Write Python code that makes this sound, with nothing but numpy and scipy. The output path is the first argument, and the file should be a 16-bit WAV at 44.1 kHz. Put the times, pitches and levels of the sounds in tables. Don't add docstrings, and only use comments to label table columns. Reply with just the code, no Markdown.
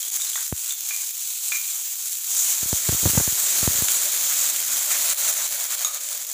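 import sys
import numpy as np
from scipy import signal
from scipy.io import wavfile
from scipy.ndimage import uniform_filter1d

SR = 44100
rng = np.random.default_rng(int(sys.argv[2]) if len(sys.argv) > 2 else 0)


def level_to_linear(level):
    exponent = np.asarray(level, float) / 20
    return 10 ** exponent


def transcribe(signal):
    frames = np.atleast_2d(signal).T
    limited = np.clip(frames, -1, 1)
    pcm = np.round(limited * 32767).astype(np.int16)
    wavfile.write(sys.argv[1], SR, pcm)


N = 279229


def unit(x):
    return x / np.sqrt(np.mean(x ** 2) + 1e-20)


def in_time(rows):
    s, *columns = np.transpose(rows)
    return [np.interp(np.arange(N) / SR, s, c) for c in columns]


def drift(rate):
    r = np.exp(-40 * np.pi * rate / SR)
    noise = rng.standard_normal(N // 20 + 2002)
    slow = signal.lfilter([1], [1, -2 * r, r * r], noise)[2000:]
    return np.interp(np.arange(N) / 20, np.arange(len(slow)), unit(slow))


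def butter(x, hz, kind, order=2):
    return signal.sosfilt(signal.butter(order, hz, kind, fs=SR, output="sos"), x)


def clicks(times, sizes):
    out = np.full(N, 1e-18)
    np.add.at(out, np.clip((np.asarray(times) * SR).astype(int), 0, N - 1), sizes)
    return out


def ring(x, hz, t60):
    r, w = level_to_linear(-60 / (t60 * SR)), 2 * np.pi * hz / SR
    return signal.lfilter([0, np.sin(w)], [1, -2 * r * np.cos(w), r * r], x)


def peak(x, hz, width, db):
    r = np.exp(-np.pi * width / SR)
    w = 2 * np.pi * min(hz, .45 * SR) / SR
    resonance = signal.lfilter([1, 0, -1], [1, -2 * r * np.cos(w), r * r], x)
    return x + (level_to_linear(db) - 1) * (1 - r * r) / 2 * resonance


def grains(per_s, spread_db, clump_db):
    sizes = level_to_linear(spread_db * np.minimum(rng.exponential(1, N), 4.0)) * rng.choice([-1, 1], N)
    bursting = rng.random(N) < per_s * level_to_linear(clump_db * drift(40)) / SR
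    return unit(sizes * bursting)


def flame():
    return level_to_linear(-79) * unit(butter(rng.standard_normal(N), [25, 135], "band"))


KITCHEN_T60_S = 0.41


def kitchen(x):
    t = np.arange(SR // 2) / SR
    tail = rng.standard_normal(len(t)) * level_to_linear(-60 * t / KITCHEN_T60_S) * (t > .004)
    tail = tail / np.sqrt(np.sum(tail ** 2))
    return signal.fftconvolve(x, butter(tail, 6200, "low"))[:N]


# start_s [s], peak_db [dB], pitch_hz [Hz], t60_s [s]
GULPS = [(.075, -52, 335, 0.064), (0.151, -52, 344, 0.087)]


def gulps():
    low_rings = sum(ring(clicks([s], level_to_linear(db)), hz, t60) for s, db, hz, t60 in GULPS)
    return butter(low_rings, [200, 500], "band")


# start_s [s], depth_db [dB], recovery_s [s]
LULLS = [(5.134, -7, .03), (4.508, -3, .02)]


def lulls():
    t = np.arange(N) / SR
    return level_to_linear(sum(db * np.exp(-np.maximum(t - s, 0) / back) * (t > s) for s, db, back in LULLS))


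# time_s [s], level_db at 7 kHz [dB]
VIGOUR = [(0.0, -33), (0.3, -29), (0.6, -32), (1.0, -32), (1.3, -32.5), (1.55, -29.5), (2.15, -30),
          (2.38, -24), (2.75, -28), (3.1, -23.5), (3.5, -25), (4.0, -27.5), (4.45, -25), (4.9, -25),
          (5.3, -27), (5.7, -27.5), (6.0, -31.5), (6.33, -33)]
# centre_s [s], rise_db [dB], half_width_s [s]
FLARES = [(0.155, 6, 0.012), (0.215, 3.5, 0.015), (0.693, 3.5, 0.01), (2.13, 3, 0.014), (2.515, 2, 0.0085),
          (3.582, 0.5, 0.022), (3.956, 3.5, 0.065), (4.919, 2.5, 0.015), (5.093, 2.5, 0.023),
          (5.273, 2.5, 0.032), (5.443, 2.2, 0.018)]
# centre_s [s], dip_db [dB], half_width_s [s]
PAUSES = [(0.105, -5, 0.01), (0.524, -6.5, 0.026), (0.763, -5.5, 0.018), (0.823, -1.5, 0.023),
          (0.903, -0.5, 0.017), (1.127, -4, 0.012), (1.611, -3, 0.03), (1.836, -3, 0.087),
          (1.976, -4.5, 0.02), (2.21, -5, 0.069), (2.26, 0, 0.012), (2.599, -3, 0.031), (2.664, -5, 0.0087),
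          (2.814, -3, 0.023), (2.973, -2.0, 0.013), (3.273, -2, 0.079), (3.866, -1.5, 0.012),
          (4.525, -2.5, 0.012), (4.624, -5.5, 0.057), (4.859, -2.5, 0.024), (5.158, -6.5, 0.019),
          (5.343, -1.5, 0.011), (5.493, -5.5, 0.015), (5.577, -2.5, 0.02), (5.677, -4.4, 0.013),
          (5.762, -3.5, 0.011), (5.907, -4, 0.023), (5.996, -6, 0.0093), (6.191, -2, 0.016),
          (6.256, -5.5, 0.012)]


def vigour():
    t, level_db = np.arange(0, N, 40) / SR, in_time(VIGOUR)[0]
    bells = sum(db * np.exp(-.5 * ((t - s) / width) ** 2) for s, db, width in FLARES + PAUSES)
    level_db = level_db + np.interp(np.arange(N) / SR, t, bells)
    return level_db, level_db - uniform_filter1d(level_db, size=SR // 2)


# time_s [s], amount [0-1]
WATER = [(0, 0.23), (.3, 0.53), (.5, 0), (.9, 0.1), (1.25, -.25), (1.5, -.25), (1.8, 0.2), (2.15, 0.12),
         (2.4, 0.36), (2.55, 0.78), (3.0, 0.82), (3.6, 0.99), (4.05, 0.98), (4.55, 0.93), (5.13, 1.04),
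         (5.5, 1), (5.7, 1), (6.33, 0.79)]
# time_s [s], amount [0-1]
CHURN = [(0, 0.33), (.3, 0.48), (.5, 0.2), (1.4, 0), (1.57, 0.1), (1.75, 0.03), (2.2, 0.06), (2.5, 0.63),
         (3.1, 1.1), (3.3, 1), (3.54, 1.15), (4.05, 0.94), (4.36, .9), (4.53, 1.05), (4.92, 0.89),
         (5.4, 0.84), (6.08, .5), (6.33, 0.78)]
# time_s [s], coarseness_db [dB]
COARSE = [(0, 0.5), (.2, -3), (.55, 1), (.95, 2), (1.3, 1), (1.6, 1.7), (2.15, -0.5), (2.4, -1), (2.7, 0.3),
          (3.1, -0.9), (3.6, 0.4), (4.0, -0.2), (4.45, 0.8), (4.9, 0), (5.15, 2.5), (5.35, -0.3),
          (5.8, 0.9), (6.33, 0.2)]
# pitch_hz [Hz], level_db [dB per Hz]
BOIL_COLOUR = [(60, -4), (100, -6.5), (150, -1.5), (300, -2), (420, 2), (560, -1), (800, -3), (1300, -2.5),
               (2300, 0)]
SMALL_DB, SMALL_WET_DB = -24.0, 8.5
LARGE_DB, LARGE_WET_DB = -79.5, 26.5
RUMBLE_DB, RUMBLE_CHURN_DB = -79.5, 27.5
SMALL_COARSE = 0.99


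def boil():
    water_share, slow_db = in_time(WATER)[0], in_time(VIGOUR)[0]
    pulse_db = vigour()[0] - slow_db
    small_db = slow_db + SMALL_DB + SMALL_WET_DB * water_share + SMALL_COARSE * in_time(COARSE)[0]
    large_db = LARGE_DB + LARGE_WET_DB * water_share
    rumble_db = RUMBLE_DB + RUMBLE_CHURN_DB * in_time(CHURN)[0]
    levels_db = (rumble_db + 15, large_db + 19, small_db + 12)
    bubbles = grains(per_s=1200, spread_db=5.0, clump_db=3.0)
    water = rng.standard_normal((2, N))
    out, edges = 0, 480 * 1.499 ** np.arange(-5, 5)
    points_hz, points_db = np.transpose(BOIL_COLOUR)
    for k, (low, high) in enumerate(zip(edges, edges[1:])):
        hz = np.sqrt(low * high)
        level_db = levels_db[np.searchsorted([480, 720], hz)]
        colour_db = np.interp(np.log(hz), np.log(points_hz), points_db)
        band = butter(0.38 * bubbles + 0.87 * water[k % 2], [low, high], "band", order=3)
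        out = out + band * level_to_linear(level_db + colour_db + 1.4 * drift(12))
    return out * level_to_linear(pulse_db)


# start_s [s], peak_db [dB], pitch_hz [Hz], t60_s [s]
BUBBLES = [(0.0316, -29.5, 3250, 0.023), (.0787, -37, 3430, .02), (.171, -26.5, 2200, 0.0042),
           (0.198, -33, 1300, 0.0058), (.2024, -36, 3600, 0.078), (0.22, -26, 3780, .018),
           (0.272, -28, 4080, 0.017), (.3326, -30, 3330, .015), (.3561, -29, 3560, 0.032),
           (.3575, -22.5, 1880, 0.013), (0.3576, -16, 1230, 0.0029), (0.377, -29, 1570, 0.016),
           (.7075, -24.5, 3610, 0.021), (.7205, -36, 3500, .025), (.7075, -38, 2690, .005),
           (3.885, -5, 3000, 0.00073)]
BUBBLE_ECHO_DB = -3.5
# start_s [s], level_db [dB]
PAN_KNOCKS = [(0.9081, -26.5), (1.5202, -19.5)]
# pitch_hz [Hz], level_db [dB], t60_s [s], echo_db [dB]
PAN_MODES = [(2395, -0.5, 0.03, 3), (2400, -19, 0.49, -4), (1740, -11, 0.036, -12), (1370, -29, .015, -13),
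             (3470, -13, 0.032, -9), (2160, -22, 0.038, 8)]
# start_s [s], level_db [dB]
CUP_KNOCKS = [(5.8475, -25.5)]
# pitch_hz [Hz], level_db [dB], t60_s [s], echo_db [dB]
CUP_MODES = [(3720, 1.5, 0.037, -8), (3812, -10, 0.27, -12), (6640, -1.5, .1, -8), (1230, -4, 0.056, 1.5),
             (1160, -20, .06, 7)]
CRACK_DB, CRACK_S = -4, 0.0025


def pings():
    out = np.zeros((2, N))
    rows = [(s, db, hz, t60, BUBBLE_ECHO_DB) for s, db, hz, t60 in BUBBLES]
    for knocks, modes in ((PAN_KNOCKS, PAN_MODES), (CUP_KNOCKS, CUP_MODES)):
        for s, db in knocks:
            rows += [(s, db + mode_db, hz, t60, echo_db) for hz, mode_db, t60, echo_db in modes]
    for s, db, hz, t60, echo_db in rows:
        start = int(s * SR)
        hit = clicks([0], level_to_linear(db))[:min(N - start, SR // 4)]
        out[:, start:start + len(hit)] += ring(hit, hz, t60) * level_to_linear(np.array([[0], [echo_db]]))
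    s, db = np.transpose(PAN_KNOCKS + CUP_KNOCKS)
    decay = np.exp(-1 / (CRACK_S * SR))
    crack = signal.lfilter([1], [1, -decay], clicks(s, level_to_linear(db + CRACK_DB))) * rng.standard_normal(N)
    return butter(out + butter(crack, 5000, "low"), 960, "high", order=4)


# start_s [s], step_db [dB], direction [+1 or -1]
THUMPS = [(.5258, -9, 1), (2.63, -19.5, -1), (2.658, -24.5, -1), (2.7295, -8, -1), (2.8886, -12.5, -1),
          (2.8925, -7, 1), (2.9251, -15, 1), (2.93, -15.5, -1), (2.9465, -17, -1), (3.0308, -16.5, -1),
          (3.056, -5.5, 1), (3.0606, -4.5, -1), (3.0713, -12, -1), (3.074, -16, 1), (3.0966, -15, 1),
          (3.1345, -18, 1), (3.1518, -17, -1), (3.1744, -9, -1), (3.1761, -16, 1), (3.1772, -2.5, 1),
          (3.18, -11, -1), (3.2005, -11.5, 1), (3.2009, -10, -1), (3.2083, -13, -1), (3.2773, -12.5, 1),
          (3.6296, -12, 1), (3.6766, -4, -1), (3.7048, -23, 1), (3.787, -23, 1), (3.8225, -12.5, 1)]
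# start_s [s], step_db [dB], direction [+1 or -1]
MORE_THUMPS = [(3.039, -19, 1), (3.0791, -19, 1), (3.1485, -24, -1), (3.3252, -25, -1), (3.7513, -25, 1)]


def thumps():
    s, db, direction = np.transpose(THUMPS + MORE_THUMPS)
    steps = np.cumsum(clicks(s, np.sign(direction) * level_to_linear(db)))
    pole = np.exp(-2 * np.pi * 700 / SR)
    soft = signal.lfilter([1 - pole], [1, -pole], steps)
    return 0.5 * soft + 0.33 * butter(steps, 4300, "low")


# start_s [s], peak_db [dB]
SEED_SPITS = [(.0293, -14.5), (.065, -15.3), (.0808, -14.7), (.102, -15), (.1319, -15.4), (.1428, -11.7),
              (.154, -12.7), (.2185, -13), (.2512, -13.8), (.268, -13.3), (.299, -13.9), (.4292, -15.2),
              (.4791, -14.9), (.6792, -14.9), (.7078, -14.9), (.7234, -12.2), (.8078, -14), (.8891, -14.1),
              (.9026, -14.4), (.9639, -13), (1.1081, -14.6), (1.1693, -17.1), (1.2751, -15.6),
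              (1.4838, -16.5), (1.5699, -15.1), (1.6156, -14.9), (2.0815, -16.4), (2.1303, -15.8),
              (2.1538, -14.2), (2.2451, -15.5)]
# start_s [s], peak_db [dB]
WATER_SPITS = [(2.6119, -12.8), (2.7292, -12.4), (2.8884, -8.1), (2.9209, -11.2), (3.1051, -9.5),
               (3.1169, -8), (3.3254, -11), (3.6116, -9.7), (3.8237, -9.4), (3.886, -11.5), (4.4032, -11),
               (4.5622, -9.6), (4.6027, -9.6), (4.6274, -12.9), (4.832, -11.8), (5.3386, -10.2),
               (5.477, -14), (5.5245, -13.6), (5.6007, -14.3), (5.6415, -14), (5.7155, -13.2),
               (5.7937, -13.7), (5.8476, -10), (5.946, -14.7), (6.0355, -16.9), (6.0884, -14.5),
               (6.1774, -13.5), (6.2491, -17.8), (6.2998, -16.2), (6.3152, -15.1)]
STRAY_SPITS_PER_S, STRAY_OVER_DB, STRAY_SPREAD_DB = 36, 14.5, 1.5


def spits():
    s, db = np.transpose(SEED_SPITS + WATER_SPITS)
    snaps = clicks(s, level_to_linear(db + 1.3) * rng.choice([-1, 1], len(s)))
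    showing = np.clip(-(in_time(VIGOUR)[0] + 24) / 6, .1, 1)
    stray = rng.random(N) < STRAY_SPITS_PER_S * showing / SR
    stray_db = vigour()[0] + STRAY_OVER_DB + STRAY_SPREAD_DB * rng.standard_normal(N)
    snaps = snaps + stray * level_to_linear(stray_db) * rng.choice([-1, 1], N)
    decay = np.exp(-1 / (.0006 * SR))
    puffs = signal.lfilter([0, 0, .14], [1, -decay], abs(snaps)) * rng.standard_normal(N)
    return butter(snaps + puffs, 2200, "high")


# time_s [s], crackle_share [0-1]
CRACKLE = [(0, 0.81), (2.2, 0.65), (2.4, 0.55), (3.5, 0.63), (4.4, 0.62), (5.4, 0.84), (6.33, 0.84)]
TOP_DB, MIDDLE_DB, MIDDLE_WET_DB = -5, -12.5, 2
TOP_LAGS, MIDDLE_LAGS = 0.41, 0.1
TOP_COARSE = 0.48
PATCH_DB, PATCH_PER_S = 0.64, 3.5


def sizzle(crackle, surge):
    core_db, swing_db = vigour()
    coarse_db = in_time(COARSE)[0]
    top_db = TOP_DB - TOP_LAGS * swing_db + TOP_COARSE * coarse_db
    middle_db = MIDDLE_DB + MIDDLE_WET_DB * in_time(WATER)[0] - MIDDLE_LAGS * swing_db + coarse_db
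    share = np.clip(in_time(CRACKLE)[0], 0, 1)
    steam = rng.standard_normal((2, N))
    out, edges = 0, np.geomspace(2400, 17000, 10)
    for k, (low, high) in enumerate(zip(edges, edges[1:])):
        hz = np.sqrt(low * high)
        tilt_db = middle_db * np.clip((6200 - hz) / 1500, 0, 1) + top_db * np.clip((hz - 8500) / 2100, 0, 1)
        offset_db = np.interp(hz, [3000, 3990, 5190, 7350, 9900, 14500],
                              [9.16, 12.84, 7.56, 0.055, 5.72, 5.36])
        snappy = share * np.interp(hz, [3000, 10000], [.6, 1])
        jet = steam[k % 2] * level_to_linear(0.54 * drift(30))
        band = butter(np.sqrt(snappy) * crackle + np.sqrt(1 - snappy) * jet, [low, high], "band")
        out = out + band * level_to_linear(tilt_db + offset_db + PATCH_DB * drift(PATCH_PER_S))
    return out * level_to_linear(core_db - 2.46 + 0.78 * surge)


# pitch_hz [Hz], width_hz [Hz], lift_db [dB]
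PORT = [(7185, 1226, 13), (16330, 4900, 11.5), (2220, 140, 2.5), (1380, 295, 4), (589.4, 30, 10),
        (692, 15, 7), (3440, 1420, 3.5)]


def scene():
    snaps, (rings, sent) = spits(), pings()
    crackle, surge = grains(per_s=4500, spread_db=6.0, clump_db=2.5), drift(29)
    frying = (sizzle(crackle, surge) + boil() * level_to_linear(1.4 * surge)) * lulls()
    echoes = kitchen(level_to_linear(-17) * snaps + sent)
    air = frying + snaps + rings + gulps() + echoes
    for hz, width, db in PORT:
        air = peak(air, hz, width, db)
    return np.tile(air + flame() + thumps(), (2, 1))


def roll_off(x):
    return signal.sosfilt(signal.butter(12, 16850, fs=SR, output="sos"), x)


SELF_NOISE_DB, CUTOFF_HZ = -86, 15470


def record(dry):
    cut = butter(dry, 76, "high", order=4)
    cut = cut + level_to_linear(SELF_NOISE_DB) * unit(butter(rng.standard_normal(N), 60, "low"))
    cut = signal.sosfilt(signal.ellip(14, .3, 85, CUTOFF_HZ, fs=SR, output="sos"), cut)
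    return roll_off(cut)


dry = scene()
out = record(dry)
transcribe(out)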